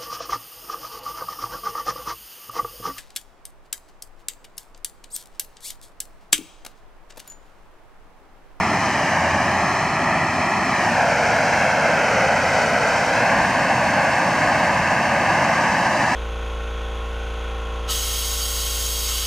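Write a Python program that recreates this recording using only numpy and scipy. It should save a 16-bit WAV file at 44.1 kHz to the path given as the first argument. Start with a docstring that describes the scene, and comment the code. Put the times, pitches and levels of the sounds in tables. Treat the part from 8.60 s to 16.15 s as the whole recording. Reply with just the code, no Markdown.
"""On gravel, two surfaces nearby. A hand-held gas torch burns close to the ground: the flame roars,
the gas jet hisses at the nozzle. The roar echoes off the ground and both surfaces, the hiss off the
ground; as the hand moves, the delays change and the comb of notches slides. A low hum wavers behind;
a solder spool ticks on the stones. Stereo, at two microphone ports."""
import sys
import numpy as np
from scipy import signal
from scipy.fft import rfft, irfft, next_fast_len
from scipy.io import wavfile
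from scipy.ndimage import uniform_filter1d, map_coordinates

SR = 44100
rng = np.random.default_rng(int(sys.argv[2]) if len(sys.argv) > 2 else 0)


def inscribe(sig):
    """Save sig as 16-bit PCM at rate SR to the path in sys.argv[1].

    A 1-D sig is mono; a 2-D sig holds one channel per row.
    Samples are clipped to [-1, 1] before scaling.
    """
    pcm = np.round(np.clip(np.atleast_2d(sig).T, -1, 1) * 32767)
    wavfile.write(sys.argv[1], SR, pcm.astype(np.int16))


N = 332955
FRAME, HOP = 1024, 256
BIN_HZ = np.fft.rfftfreq(FRAME, 1 / SR)[:, None]
FRAME_S, SAMPLE_S = np.arange(N // HOP + 2) * HOP / SR, np.arange(N) / SR

# hum: (time [s], rms level [dB])
HUM_LEVEL = [(0.0, -35), (0.36, -54), (0.67, -34), (1.32, -47), (1.81, -41), (2.71, -63), (4.02, -39.5),
             (4.29, -55), (6.47, -39.5), (7.55, -55)]
# faint low noise: (frequency [Hz], density [dB])
LOW_NOISE_SPECTRUM = [(25, -20), (80, -12), (250, 0.5), (450, -4), (650, -46), (2200, -16), (2900, -50)]
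# spool contacts: (time [s], onset level [dB])
SPOOL_TICKS = [(2.7721, -45), (2.7844, -46)]
# tick: (frequency [Hz], density [dB]); decay time
TICK_SPECTRUM, TICK_T60_S = [(5000, -40), (8000, -8), (13000, 0), (15000, -3)], .03

# echo delays: (time [s], flame via ground [ms], flame via far surface [ms], nozzle via ground [ms])
ECHO_DELAYS = [(0.0, 1.019, 1.747, 0.957), (0.3, 1.088, 1.739, 0.983), (0.6, 1.162, 1.854, 1.047),
               (0.8, 1.12, 1.799, 0.998), (1.05, 1.045, 1.742, 0.965), (1.55, 1.025, 1.726, 0.926),
               (1.8, 1.034, 1.728, 0.963), (2.0, 1.017, 1.702, 0.914), (2.2, 1.085, 1.776, 1.009),
               (2.4, 1.329, 1.839, 1.232), (2.6, 1.391, 1.873, 1.335), (2.95, 1.302, 1.951, 1.203),
               (3.15, 1.326, 1.955, 1.205), (3.35, 1.373, 1.989, 1.305), (3.55, 1.495, 2.042, 1.375),
               (3.8, 1.378, 2.085, 1.293), (4.15, 1.437, 2.083, 1.34), (4.5, 1.342, 2.045, 1.278),
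               (4.75, 1.211, 1.968, 1.102), (4.9, 1.17, 1.973, 1.073), (5.4, 1.229, 1.978, 1.109),
               (5.8, 1.179, 1.942, 1.089), (6.5, 1.186, 1.947, 1.086), (7.0, 1.171, 1.94, 1.064),
               (7.55, 1.168, 1.896, 1.018)]
LOW_MS, HIGH_MS = 1.01, 1.41  # flame via ground, torch low and high

# jet hiss: (frequency [Hz], density [dB])
HISS_SPECTRUM = [(2300, -63), (2800, -17.5), (3250, -7.5), (3600, -5.5), (3850, -3.5), (4200, -3),
                 (5200, -1.5), (6000, -1), (7500, -7.5), (8500, -9.5), (9500, -13.5), (10500, -20.5),
                 (11500, -19.5), (13200, -20.5), (15000, -42)]
# burner tube resonances: (frequency [Hz], width [Hz], gain [dB])
TUBE_MODES = [(4470, 220, 2), (5180, 94, 4)]
# turning nozzle: (time [s], rms level [dB], ground echo at 5 kHz [ratio], beamed band gain [dB])
NOZZLE_AIM = [(0.0, -36, 0.57, 1), (0.45, -35.2, 0.35, 1.5), (0.6, -35.8, 0.35, 1.5), (0.8, -36, 0.4, 1),
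              (1.05, -36.5, 0.6, 0.5), (1.55, -37.5, 0.47, -0.5), (1.8, -37, 0.5, -0.5),
              (2.0, -37, 0.5, -1), (2.2, -35, 0.36, 0.5), (2.4, -35, 0.36, 1), (2.6, -35.5, 0.35, 2),
              (2.95, -34.3, 0.3, 2), (3.15, -35, 0.23, 1.5), (3.35, -34.6, 0.27, 0.8),
              (3.55, -34.3, 0.28, 2.5), (3.8, -33.76, 0.4, 0), (4.15, -33.5, 0.5, -0.5), (4.5, -34, 0.4, 0),
              (4.75, -34, 0.4, -1.5), (4.9, -34, 0.34, -1.5), (5.4, -34.5, 0.38, -2.5),
              (5.8, -34, 0.3, -2.5), (6.5, -35, 0.3, -1.5), (7.0, -34, 0.3, 0), (7.55, -34, 0.33, -1.5)]
# hiss phase between ports: (frequency [Hz], left lead [rad])
PORT_LEAD = [(2900, .2), (3300, .9), (3550, 2.1), (3850, .6), (4300, .5), (4800, .15), (6000, .1),
             (7500, 1.1), (9500, 1.8), (10500, 2.6), (11500, 2.8), (12500, 1.9), (14000, 2.4)]
# torch fully aside: (frequency [Hz], extra left lead [rad])
ASIDE_LEAD = [(4200, 0.065), (5000, 0.66), (6000, 1), (7300, 0.17), (9000, 0.15)]
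# hiss level between ports: (frequency [Hz], left minus right [dB])
PORT_BALANCE = [(3000, -29), (3550, 7.5), (3850, 0), (4300, 3.5), (5300, 3.5), (6000, 3), (9500, 2),
                (10500, 0.5), (12500, 4), (14000, -1)]
# scattered hiss: (frequency [Hz], base power share unlike between ports [0-1])
PORT_SCATTER = [(3000, 0.45), (3700, 0.23), (4300, 0.18), (5200, 0.04), (6600, 0.091), (7500, 0.21),
                (9500, 0.92), (11000, 0.24), (13000, 0.63)]
ASIDE_SHARE, TOP_HISS_DB = (1, .47, 0), (-1.5, 0, -.5)  # leftward offset, top treble: torch low, mid, high

# flame roar: (frequency [Hz], density [dB])
ROAR_SPECTRUM = [(20, -43), (42, -24.5), (75, -12), (180, -4), (345, -4.5), (560, 0.75), (700, 0),
                 (900, -2), (1100, -5.5), (1350, -4.5), (1600, -4), (2100, -6), (2600, -10.5), (3100, -20),
                 (3300, -25.5), (3900, -64)]
# roar colour, torch low to high: (frequency [Hz], change [dB])
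ROAR_LIFT = [(400, 0), (680, -1.8), (980, .8), (1300, .5), (1650, 1.), (2100, 0)]
# turning flame, echoes at 1.5 kHz: (time [s], rms level [dB], ground [ratio], near [ratio], far [ratio])
FLAME_AIM = [(0.0, -18.82, 0.57, 0.26, 0.15), (0.3, -19.52, 0.47, 0.25, 0.21),
             (0.6, -18.11, 0.52, 0.26, 0.15), (0.8, -19.55, 0.48, 0.32, 0.28),
             (1.05, -19.47, 0.47, 0.28, 0.29), (1.55, -19.39, 0.5, 0.3, 0.35),
             (1.8, -19.98, 0.52, 0.39, 0.34), (2.0, -19.48, 0.56, 0.36, 0.31),
             (2.2, -18.46, 0.47, 0.28, 0.2), (2.4, -17.75, 0.56, 0.14, 0.08),
             (2.6, -18.41, 0.47, 0.1, 0.06), (2.95, -17.57, 0.43, 0.22, 0.14),
             (3.15, -17.52, 0.46, 0.2, 0.2), (3.35, -17.78, 0.39, 0.16, 0.12),
             (3.55, -17.58, 0.35, 0.14, 0.14), (3.8, -17.68, 0.39, 0.18, 0.22),
             (4.15, -17.85, 0.36, 0.16, 0.24), (4.5, -17.91, 0.43, 0.16, 0.15),
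             (4.75, -16.7, 0.5, 0.23, 0.22), (4.9, -18.73, 0.49, 0.19, 0.23),
             (5.4, -17.94, 0.5, 0.19, 0.24), (5.8, -18.15, 0.48, 0.2, 0.25),
             (6.5, -18.52, 0.55, 0.19, 0.25), (7.0, -18.41, 0.53, 0.2, 0.21),
             (7.55, -18.72, 0.6, 0.24, 0.24)]


def amp(db):
    """dB to gain."""
    return 10 ** (np.asarray(db) / 20)


def unit(x):
    """Scale to rms 1."""
    return x / np.sqrt(np.mean(np.abs(x) ** 2) + 1e-20)


def at_hz(table, hz=BIN_HZ):
    """Interpolate on a log frequency axis."""
    knots_hz, values = np.transpose(table)
    return np.interp(np.log(hz + 1), np.log(knots_hz + 1), values)


def at_time(table, time_s):
    """Interpolate each value column in time."""
    knots_s, *columns = np.transpose(table)
    return [np.interp(time_s, knots_s, column) for column in columns]


def at_height(low_to_high, ground_ms):
    """Interpolate over torch height, given as ground echo delay."""
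    return np.interp(ground_ms, np.linspace(LOW_MS, HIGH_MS, len(low_to_high)), low_to_high)


def wobble(rate_hz):
    """Smooth random curve, knots at rate_hz."""
    knots = rng.standard_normal(int(N * rate_hz / SR) + 4)
    return map_coordinates(knots, [SAMPLE_S * rate_hz])


def filtered(x, response):
    """Apply the gain response(hz)."""
    size = next_fast_len(N + 8192)
    return irfft(rfft(x, size) * response(np.fft.rfftfreq(size, 1 / SR)), size)[..., :N]


def stereo_noise(spectrum):
    """Coloured noise, independent per port, rms 1."""
    return unit(filtered(rng.standard_normal((2, N)), lambda hz: amp(at_hz(spectrum, hz))))


def turbulence(flutter_db, patch_db):
    """STFT of noise that flutters as a whole and in time-frequency patches."""
    flutter = wobble(7) + .61 * wobble(22) + .99 * wobble(60)
    noise = rng.standard_normal(N) * amp(flutter_db * flutter)
    stft = signal.stft(noise, nperseg=FRAME, noverlap=FRAME - HOP)[2]
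    patches = uniform_filter1d(rng.standard_normal(stft.shape), size=12, axis=0)
    patches = uniform_filter1d(patches, size=8, axis=1)
    return stft * amp(patch_db * unit(patches))


def to_samples(stft):
    """Inverse STFT, rms 1."""
    return unit(signal.istft(stft, nperseg=FRAME, noverlap=FRAME - HOP)[1][..., :N])


def echo(delay_ms, gain, db_per_khz, phase_rad=0., ref_hz=1500):
    """One reflection: delayed, tilted about ref_hz, phase turned by the surface."""
    tilt_db = db_per_khz * (np.minimum(BIN_HZ, 12000) - ref_hz) / 1000
    lag_rad = 2 * np.pi * BIN_HZ * delay_ms / 1000
    return np.minimum(gain * amp(tilt_db), .9) * np.exp(1j * (phase_rad - lag_rad))


def background(hum_hz=86.2, waver_hz=1.35, low_noise_db=-66):
    """Wavering centred hum over faint low noise, independent in left and right."""
    phase_rad = 2 * np.pi * np.cumsum(hum_hz + waver_hz * wobble(7.5)) / SR
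    hum = amp(at_time(HUM_LEVEL, SAMPLE_S)[0]) * np.sqrt(2) * np.sin(phase_rad)
    return hum + amp(low_noise_db) * stereo_noise(LOW_NOISE_SPECTRUM)


def spool():
    """Plastic spool touches stone: a faint, bright double tick."""
    noise = stereo_noise(TICK_SPECTRUM)
    ticks = np.zeros((2, N))
    for onset_s, level_db in SPOOL_TICKS:
        age_s = SAMPLE_S - onset_s
        ticks += amp(level_db - 60 * np.abs(age_s) / TICK_T60_S) * (age_s >= 0) * noise
    return ticks


def jet(beam_hz=5800, beam_octaves=.26):
    """Turbulent gas hisses at the nozzle; the microphone body scatters it and favours the left port."""
    direct, *scattered = (turbulence(flutter_db=.45, patch_db=.6) for _ in range(3))
    height_ms, _, ground_ms = at_time(ECHO_DELAYS, FRAME_S)
    _, ground_gain, aim_db = at_time(NOZZLE_AIM, FRAME_S)
    side = np.array([1, -1])[:, None, None]  # left, right

    aside_rad = at_height(ASIDE_SHARE, height_ms) * at_hz(ASIDE_LEAD)
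    port_phase = np.exp(.5j * side * (at_hz(PORT_LEAD) + aside_rad))
    scatter = np.clip(at_hz(PORT_SCATTER) + .23 * aside_rad, 0, 1)
    hiss = np.sqrt(1 - scatter) * direct * port_phase + np.sqrt(scatter) * np.array(scattered)

    ground_ms = ground_ms - .005 * side
    downward = np.clip((BIN_HZ - 3650) / 550, .15, 1)  # narrow jet throws mainly treble down
    ground = echo(ground_ms, ground_gain * downward, db_per_khz=-1.7, ref_hz=5000)
    trailing = echo(ground_ms + .09, .05, db_per_khz=0)  # uneven gravel spreads the echo

    tube_db = sum(db / (1 + (2 * (BIN_HZ - hz) / width_hz) ** 2) for hz, width_hz, db in TUBE_MODES)
    beam_db = aim_db * np.exp(-(np.log2((BIN_HZ + 1) / beam_hz) / beam_octaves) ** 2)
    top_db = at_height(TOP_HISS_DB, height_ms) * np.clip((BIN_HZ - 10000) / 2000, 0, 1)
    colour_db = at_hz(HISS_SPECTRUM) + tube_db + beam_db + top_db + side * at_hz(PORT_BALANCE) / 2
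    level_db = at_time(NOZZLE_AIM, SAMPLE_S)[0]
    return amp(level_db) * to_samples(hiss * (1 + ground + trailing) * amp(colour_db))


def flame(near_lag_ms=.205):
    """Turbulent roar, alike at both ports, combed by three echoes; small surfaces favour short waves."""
    roar = turbulence(flutter_db=.35, patch_db=.3)
    ground_ms, far_ms, _ = at_time(ECHO_DELAYS, FRAME_S)
    _, ground_gain, near_gain, far_gain = at_time(FLAME_AIM, FRAME_S)

    porous_rad = .7 + .344 * np.log2((BIN_HZ + 1) / 1000)  # porous gravel turns treble phase more
    ground = echo(ground_ms, ground_gain, db_per_khz=-1., phase_rad=porous_rad)
    near = echo(ground_ms + near_lag_ms, near_gain, db_per_khz=4.6, phase_rad=1.02)
    far = echo(far_ms, far_gain, db_per_khz=1.47, phase_rad=1.17)

    colour_db = at_hz(ROAR_SPECTRUM) + at_height((-.5, .5), ground_ms) * at_hz(ROAR_LIFT)
    level_db = at_time(FLAME_AIM, SAMPLE_S)[0]
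    return amp(level_db) * to_samples(roar * (1 + ground + near + far) * amp(colour_db))


def scene():
    """Sum at the two ports."""
    return flame() + jet() + background() + spool()


def record(dry, cutoff_hz=15050):
    """Brick-wall low-pass."""
    return filtered(dry, lambda hz: hz < cutoff_hz)


dry = scene()
out = record(dry)
inscribe(out)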